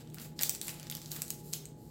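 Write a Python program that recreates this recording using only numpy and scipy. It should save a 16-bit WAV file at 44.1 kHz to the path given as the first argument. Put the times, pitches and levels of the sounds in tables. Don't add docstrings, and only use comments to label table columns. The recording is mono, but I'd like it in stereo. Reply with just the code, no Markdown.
import sys
import numpy as np
from scipy import signal
from scipy.fft import rfft, irfft
from scipy.io import wavfile

SR = 44100
rng = np.random.default_rng(int(sys.argv[2]) if len(sys.argv) > 2 else 0)


def digitize_waveform(pressure):
    field = np.atleast_2d(pressure).T
    bounded = np.clip(field, -1, 1)
    quanta = np.round(bounded * 32767).astype(np.int16)
    wavfile.write(sys.argv[1], SR, quanta)


N = 83790

# t/s, level/dB in each of five bands (before the band trims), pan/dB (left over right)
SNAPS = [(0.0742, -69, -61, -59, -70.0, -70.0, 5.0), (0.1008, -81.0, -63, -58, -64, -65, 8),
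         (0.1274, -75, -66, -65, -72.0, -69, 6.0), (0.1441, -54, -52, -49, -45.5, -42, 3.0),
         (0.184, -47.5, -47, -74, -56, -54, 4.5), (0.198, -51, -47, -57, -50, -51, 1),
         (0.2171, -57, -48.5, -53, -49, -49, -3), (0.3916, -65, -31.5, -41, -40.5, -48, 3.5),
         (0.4115, -44.0, -42, -37, -42, -44, 14), (0.4189, -45, -46, -33, -40.0, -40, 1.0),
         (0.4232, -57, -37.5, -32, -38, -28, 3), (0.4332, -34.5, -28.0, -23.5, -26.5, -22.0, -2.5),
         (0.4942, -40, -29.0, -23.5, -30, -25.5, 5), (0.5489, -48, -41.5, -34, -42.0, -47, 1),
         (0.614, -47.5, -32.5, -30, -35, -37, 1.5), (0.6812, -38.5, -43, -34, -33, -49, 1.5),
         (0.6928, -39.5, -39, -50, -40, -49, -1), (0.7417, -54, -51, -48, -48.0, -50, 1),
         (0.7975, -51, -50.5, -44, -45, -50.0, -1), (0.8295, -50.5, -46, -57, -59, -50.0, 0),
         (0.8688, -56.0, -48, -55.0, -68, -59, 4), (0.8991, -49.0, -39, -37.5, -35.5, -42, 2.0),
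         (0.913, -45.5, -47, -58, -55, -34, 4.5), (0.9238, -46.5, -39.5, -57, -50.0, -53, -4),
         (0.951, -48, -40, -55, -38.5, -36.5, 0), (0.9687, -74, -44.5, -43.5, -53, -44, 5),
         (1.0168, -55, -45.0, -46, -58, -57, 3.0), (1.0333, -73, -56, -60, -57, -66.0, -2),
         (1.059, -70, -44, -46, -51, -58, 1), (1.1166, -65, -38.5, -35, -42, -37.5, -7),
         (1.163, -48, -48, -45.0, -44.5, -42, -2), (1.2191, -40.5, -37, -28.5, -35.0, -31, 2.5),
         (1.2805, -74, -49, -47, -45, -47, 0), (1.304, -43.5, -36.5, -30.5, -34, -31, 3.5),
         (1.5309, -47.5, -38, -37, -41, -44, -9), (1.5351, -42.5, -32.5, -28.0, -33, -34.5, 6),
         (1.655, -57.0, -56, -40, -57, -51, 6.5)]
SNAP_EDGES_HZ = [1900, 3450, 6300, 8500, 11500, 16000]
SNAP_TRIMS_DB = [-0.71, 0.92, -1.6, -0.58, 0.56]
# (relative to the rustle, above SHEEN_HZ)
STROKES = [(-.03, 0.015, .004, -53, -60.5, -2), (0.016, 0.145, .01, -67, -70, 0),
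           (0.132, .198, 0.0069, -58, -66.5, 2), (0.19, 0.254, 0.014, -48.5, -59.5, 5.5),
           (0.353, .392, .025, -53.5, -74, -1.5), (0.387, 0.413, .004, -51, -51, 6),
           (0.405, 0.426, .005, -38.5, -46, 9), (0.442, 0.465, 0.0035, -33, -53.5, -6),
           (0.48, 0.56, 0.0036, -46.5, -61, 4), (0.615, 0.68, 0.0093, -49.5, -58, 10.5),
           (0.659, 0.707, 0.0031, -43.5, -56, 6), (0.71, 0.878, 0.0088, -53, -62, -3),
           (0.894, 0.982, 0.0039, -48.5, -59.5, -4), (0.988, 1.11, .01, -52, -65.5, -0.5),
           (1.103, 1.16, 0.011, -47, -55.5, 9), (1.155, 1.167, .005, -40.5, -53.5, 4),
           (1.178, 1.227, 0.0043, -47.5, -59, 3), (1.256, 1.34, 0.011, -54, -67.5, 5.5),
           (1.366, 1.403, 0.036, -53, -71.5, 2), (1.418, 1.53, 0.033, -55.5, -71.5, 7),
           (1.519, 1.56, 0.0083, -50, -59.5, 12), (1.566, 1.691, 0.0085, -69.5, -71.5, 10),
           (1.748, 1.93, 0.063, -62, -82, 2.5)]
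# f/Hz, relative level/dB
RUSTLE_EQ = [(1500, -24), (2800, -11.5), (4500, 3), (6000, -2.5), (7300, 5), (9500, -4.5), (12000, 1),
             (15000, -0.5), (17000, -10.5)]
# f/Hz, relative level/dB
RUB_EQ = [(250, 1), (500, 14.5), (800, 11.5), (1200, 8.5), (1600, 9.5), (2200, 8.5), (3000, 11.5),
          (4500, 8), (9000, -30)]
# start t/s, end t/s, f/Hz, level/dB
RASPS = [(0.169, 0.169, 1500, -51.5), (0.197, 0.245, 2000, -64.5), (0.389, 0.407, 2030, -45.5),
         (0.684, 0.698, 2550, -51), (1.157, 1.169, 1330, -53), (1.537, 1.542, 3240, -45)]
# delay t/s, level/dB relative to the direct sound
ECHOES = [(.0043, -10), (.0075, -12), (.0122, -19)]
# f/Hz, t/s to fall 60 dB
ROOM_T60 = [(500, 0.89), (2000, 0.49), (7000, 0.33), (15000, 0.3)]
# f/Hz, relative level/dB
AIR_EQ = [(25, -17), (40, -14), (56, 0.7), (85, -7), (120, 0.1), (170, 0), (205, -4), (330, -4), (520, -10),
          (650, -16), (850, -17), (1050, -28), (1600, -30), (2400, -36), (7000, -37), (16000, -41)]
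# f/Hz, level/dB, half-width f/Hz
HUM_TONES = [(117.9, -61, 13), (152.9, -51.5, 3.5), (182.6, -66, 18), (233.7, -60, 21), (336.6, -64, 7.2),
             (402.9, -67.5, 2), (461, -69.5, 18), (841.2, -67, 3.3)]
# f/Hz, left-right likeness (0 wide, 1 mono)
AIR_LIKENESS = [(30, 0.38), (70, .9), (140, 0.96), (280, 0.7), (600, 0.38), (1500, 0.083), (8000, 0.076)]

SNAP_RISE_S, SNAP_DECAY_S, SNAP_LEVEL_S = .00022, .00062, .002
THUD_LOW_HZ, THUD_HIGH_HZ, THUD_DB = 550, 1900, -8.5
RUSTLE_TRIM_DB, RUSTLE_PER_S, RUSTLE_SPREAD_DB, RUSTLE_PAN_DB = -4, 6500, -0.5, 1.7
RUB_TRIM_DB, RUB_PER_S, RUB_SPREAD_DB = 0.5, 2500, 3
SHEEN_HZ, RASP_WIDTH_HZ = 9250, 440
TAIL_DB, TAIL_ONSET_S, ECHO_SMEAR_S = -6, 0.0026, .0002
AIR_DB, HUM_WAVER = -53.5, 0.57


def pleat_snaps():
    out, t = np.zeros((2, N + SR)), np.arange(512) / SR
    envelope = (1 - np.exp(-t / SNAP_RISE_S)) * np.exp(-t / SNAP_DECAY_S)
    bands = [*zip(SNAP_EDGES_HZ, SNAP_EDGES_HZ[1:]), (THUD_LOW_HZ, THUD_HIGH_HZ)]
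    for start_s, *colour_db, pan_db in SNAPS:
        start = int(start_s * SR)
        levels_db = [*np.add(colour_db, SNAP_TRIMS_DB), colour_db[0] + THUD_DB]
        for (low, high), db in zip(bands, levels_db):
            noise = stereo(rng.standard_normal((2, len(t))), likeness=.45)
            burst = band(noise * envelope, low, high, order=3)
            level = np.sqrt(np.sum(burst ** 2, axis=1, keepdims=True) / (SNAP_LEVEL_S * SR))
            out[:, start:start + len(t)] += from_db(db) * pan(pan_db) * burst / level
    return out[:, :N]


def finger_strokes():
    body_gain, sheen_gain, rub_gain = 0, 0, 0
    for start, end, attack_s, rustle_db, rub_db, sheen_db in STROKES:
        force = pressure(start, end, attack_s)
        body_gain = np.maximum(body_gain, force * from_db(rustle_db + RUSTLE_TRIM_DB))
        sheen_gain = np.maximum(sheen_gain, force * from_db(rustle_db + RUSTLE_TRIM_DB + sheen_db))
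        rub_gain = np.maximum(rub_gain, force * from_db(rub_db + RUB_TRIM_DB))
    crackle = grains(RUSTLE_PER_S, RUSTLE_SPREAD_DB, RUSTLE_EQ)
    body = signal.sosfiltfilt(signal.butter(2, SHEEN_HZ, fs=SR, output="sos"), crackle)
    sheen = crackle - body
    rub = grains(RUB_PER_S, RUB_SPREAD_DB, RUB_EQ)
    return pan(RUSTLE_PAN_DB) * (body_gain * body + sheen_gain * sheen + rub_gain * rub)


def fold_rasps():
    slips = grains(RUB_PER_S, RUB_SPREAD_DB, RUB_EQ)
    out = 0
    for start, end, hz, db in RASPS:
        resonance = band(slips, hz - RASP_WIDTH_HZ / 2, hz + RASP_WIDTH_HZ / 2, order=1)
        out += from_db(db) * pressure(start, end, attack_s=.004) * rms_one(resonance)
    return out


def pressure(start, end, attack_s, release_s=0.014):
    t = np.arange(N) / SR
    return np.clip((t - start) / attack_s, 0, 1) * np.exp(-np.maximum(t - end, 0) / release_s)


def grains(per_s, spread_db, eq):
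    triggers = rng.random(N) < per_s / SR
    sizes = from_db(spread_db * np.minimum(rng.exponential(1, N), 5))
    noise = stereo(rng.standard_normal((2, N)), likeness=0.27)
    return colour(noise * triggers * sizes, eq)


def room(x):
    t, edges_hz = np.arange(SR // 2) / SR, np.geomspace(200, 18000, 10)
    tail = 0
    for low, high in zip(edges_hz, edges_hz[1:]):
        decay = from_db(-60 * t / at_hz(ROOM_T60, np.sqrt(low * high)))
        tail += band(rng.standard_normal((2, len(t))), low, high) * decay
    tail *= 1 - np.exp(-t / TAIL_ONSET_S)
    response = from_db(TAIL_DB) * rms_one(tail) / np.sqrt(len(t))
    response[:, 0] += 1
    for delay, db in ECHOES:
        smear = (t >= delay) * np.exp(-abs(t - delay) / ECHO_SMEAR_S)
        scatter = rng.standard_normal((2, len(t))) * smear
        response += from_db(db) * rms_one(scatter) / np.sqrt(len(t))
    return signal.fftconvolve(x, response, axes=1)[:, :N]


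def ventilation():
    hz, t = np.arange(N // 2 + 1) * SR / N, np.arange(N) / SR
    likeness = at_hz(AIR_LIKENESS, hz)
    rush = irfft(stereo(rfft(rng.standard_normal((2, N))), likeness), N)
    out = from_db(AIR_DB) * colour(rush, AIR_EQ)
    noise_spectrum = stereo(rfft(rng.standard_normal((2, N))), likeness)
    for tone_hz, db, half_width_hz in HUM_TONES:
        steady = np.sqrt(2) * np.sin(2 * np.pi * (tone_hz * t + rng.random()))
        wavering = rms_one(irfft(noise_spectrum / (1 + ((hz - tone_hz) / half_width_hz) ** 2), N))
        out += from_db(db) * (np.sqrt(1 - HUM_WAVER ** 2) * steady + HUM_WAVER * wavering)
    return out


def from_db(db):
    return 10 ** (np.asarray(db) / 20)


def rms_one(x):
    return x / np.sqrt(np.mean(x ** 2) + 1e-20)


def at_hz(points, hz):
    knots_hz, values = np.transpose(points)
    return np.interp(np.log(np.maximum(hz, 1)), np.log(knots_hz), values)


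def colour(x, eq):
    hz = np.arange(N // 2 + 1) * SR / N
    return rms_one(irfft(rfft(x) * from_db(at_hz(eq, hz)), N))


def stereo(pair, likeness):
    mid, side = pair
    likeness = np.clip(likeness, 0, .99)
    return np.sqrt(1 + likeness) * mid + np.sqrt(1 - likeness) * side * np.array([[1], [-1]])


def pan(db):
    return from_db([[db / 2], [-db / 2]])


def band(x, low, high, order=2):
    return signal.sosfilt(signal.butter(order, [low, high], "band", fs=SR, output="sos"), x)


def scene():
    return room(pleat_snaps() + finger_strokes() + fold_rasps()) + ventilation()


def record(dry):
    return signal.sosfilt(signal.ellip(10, .2, 70, 16100, fs=SR, output="sos"), dry)


dry = scene()
out = record(dry)
digitize_waveform(out)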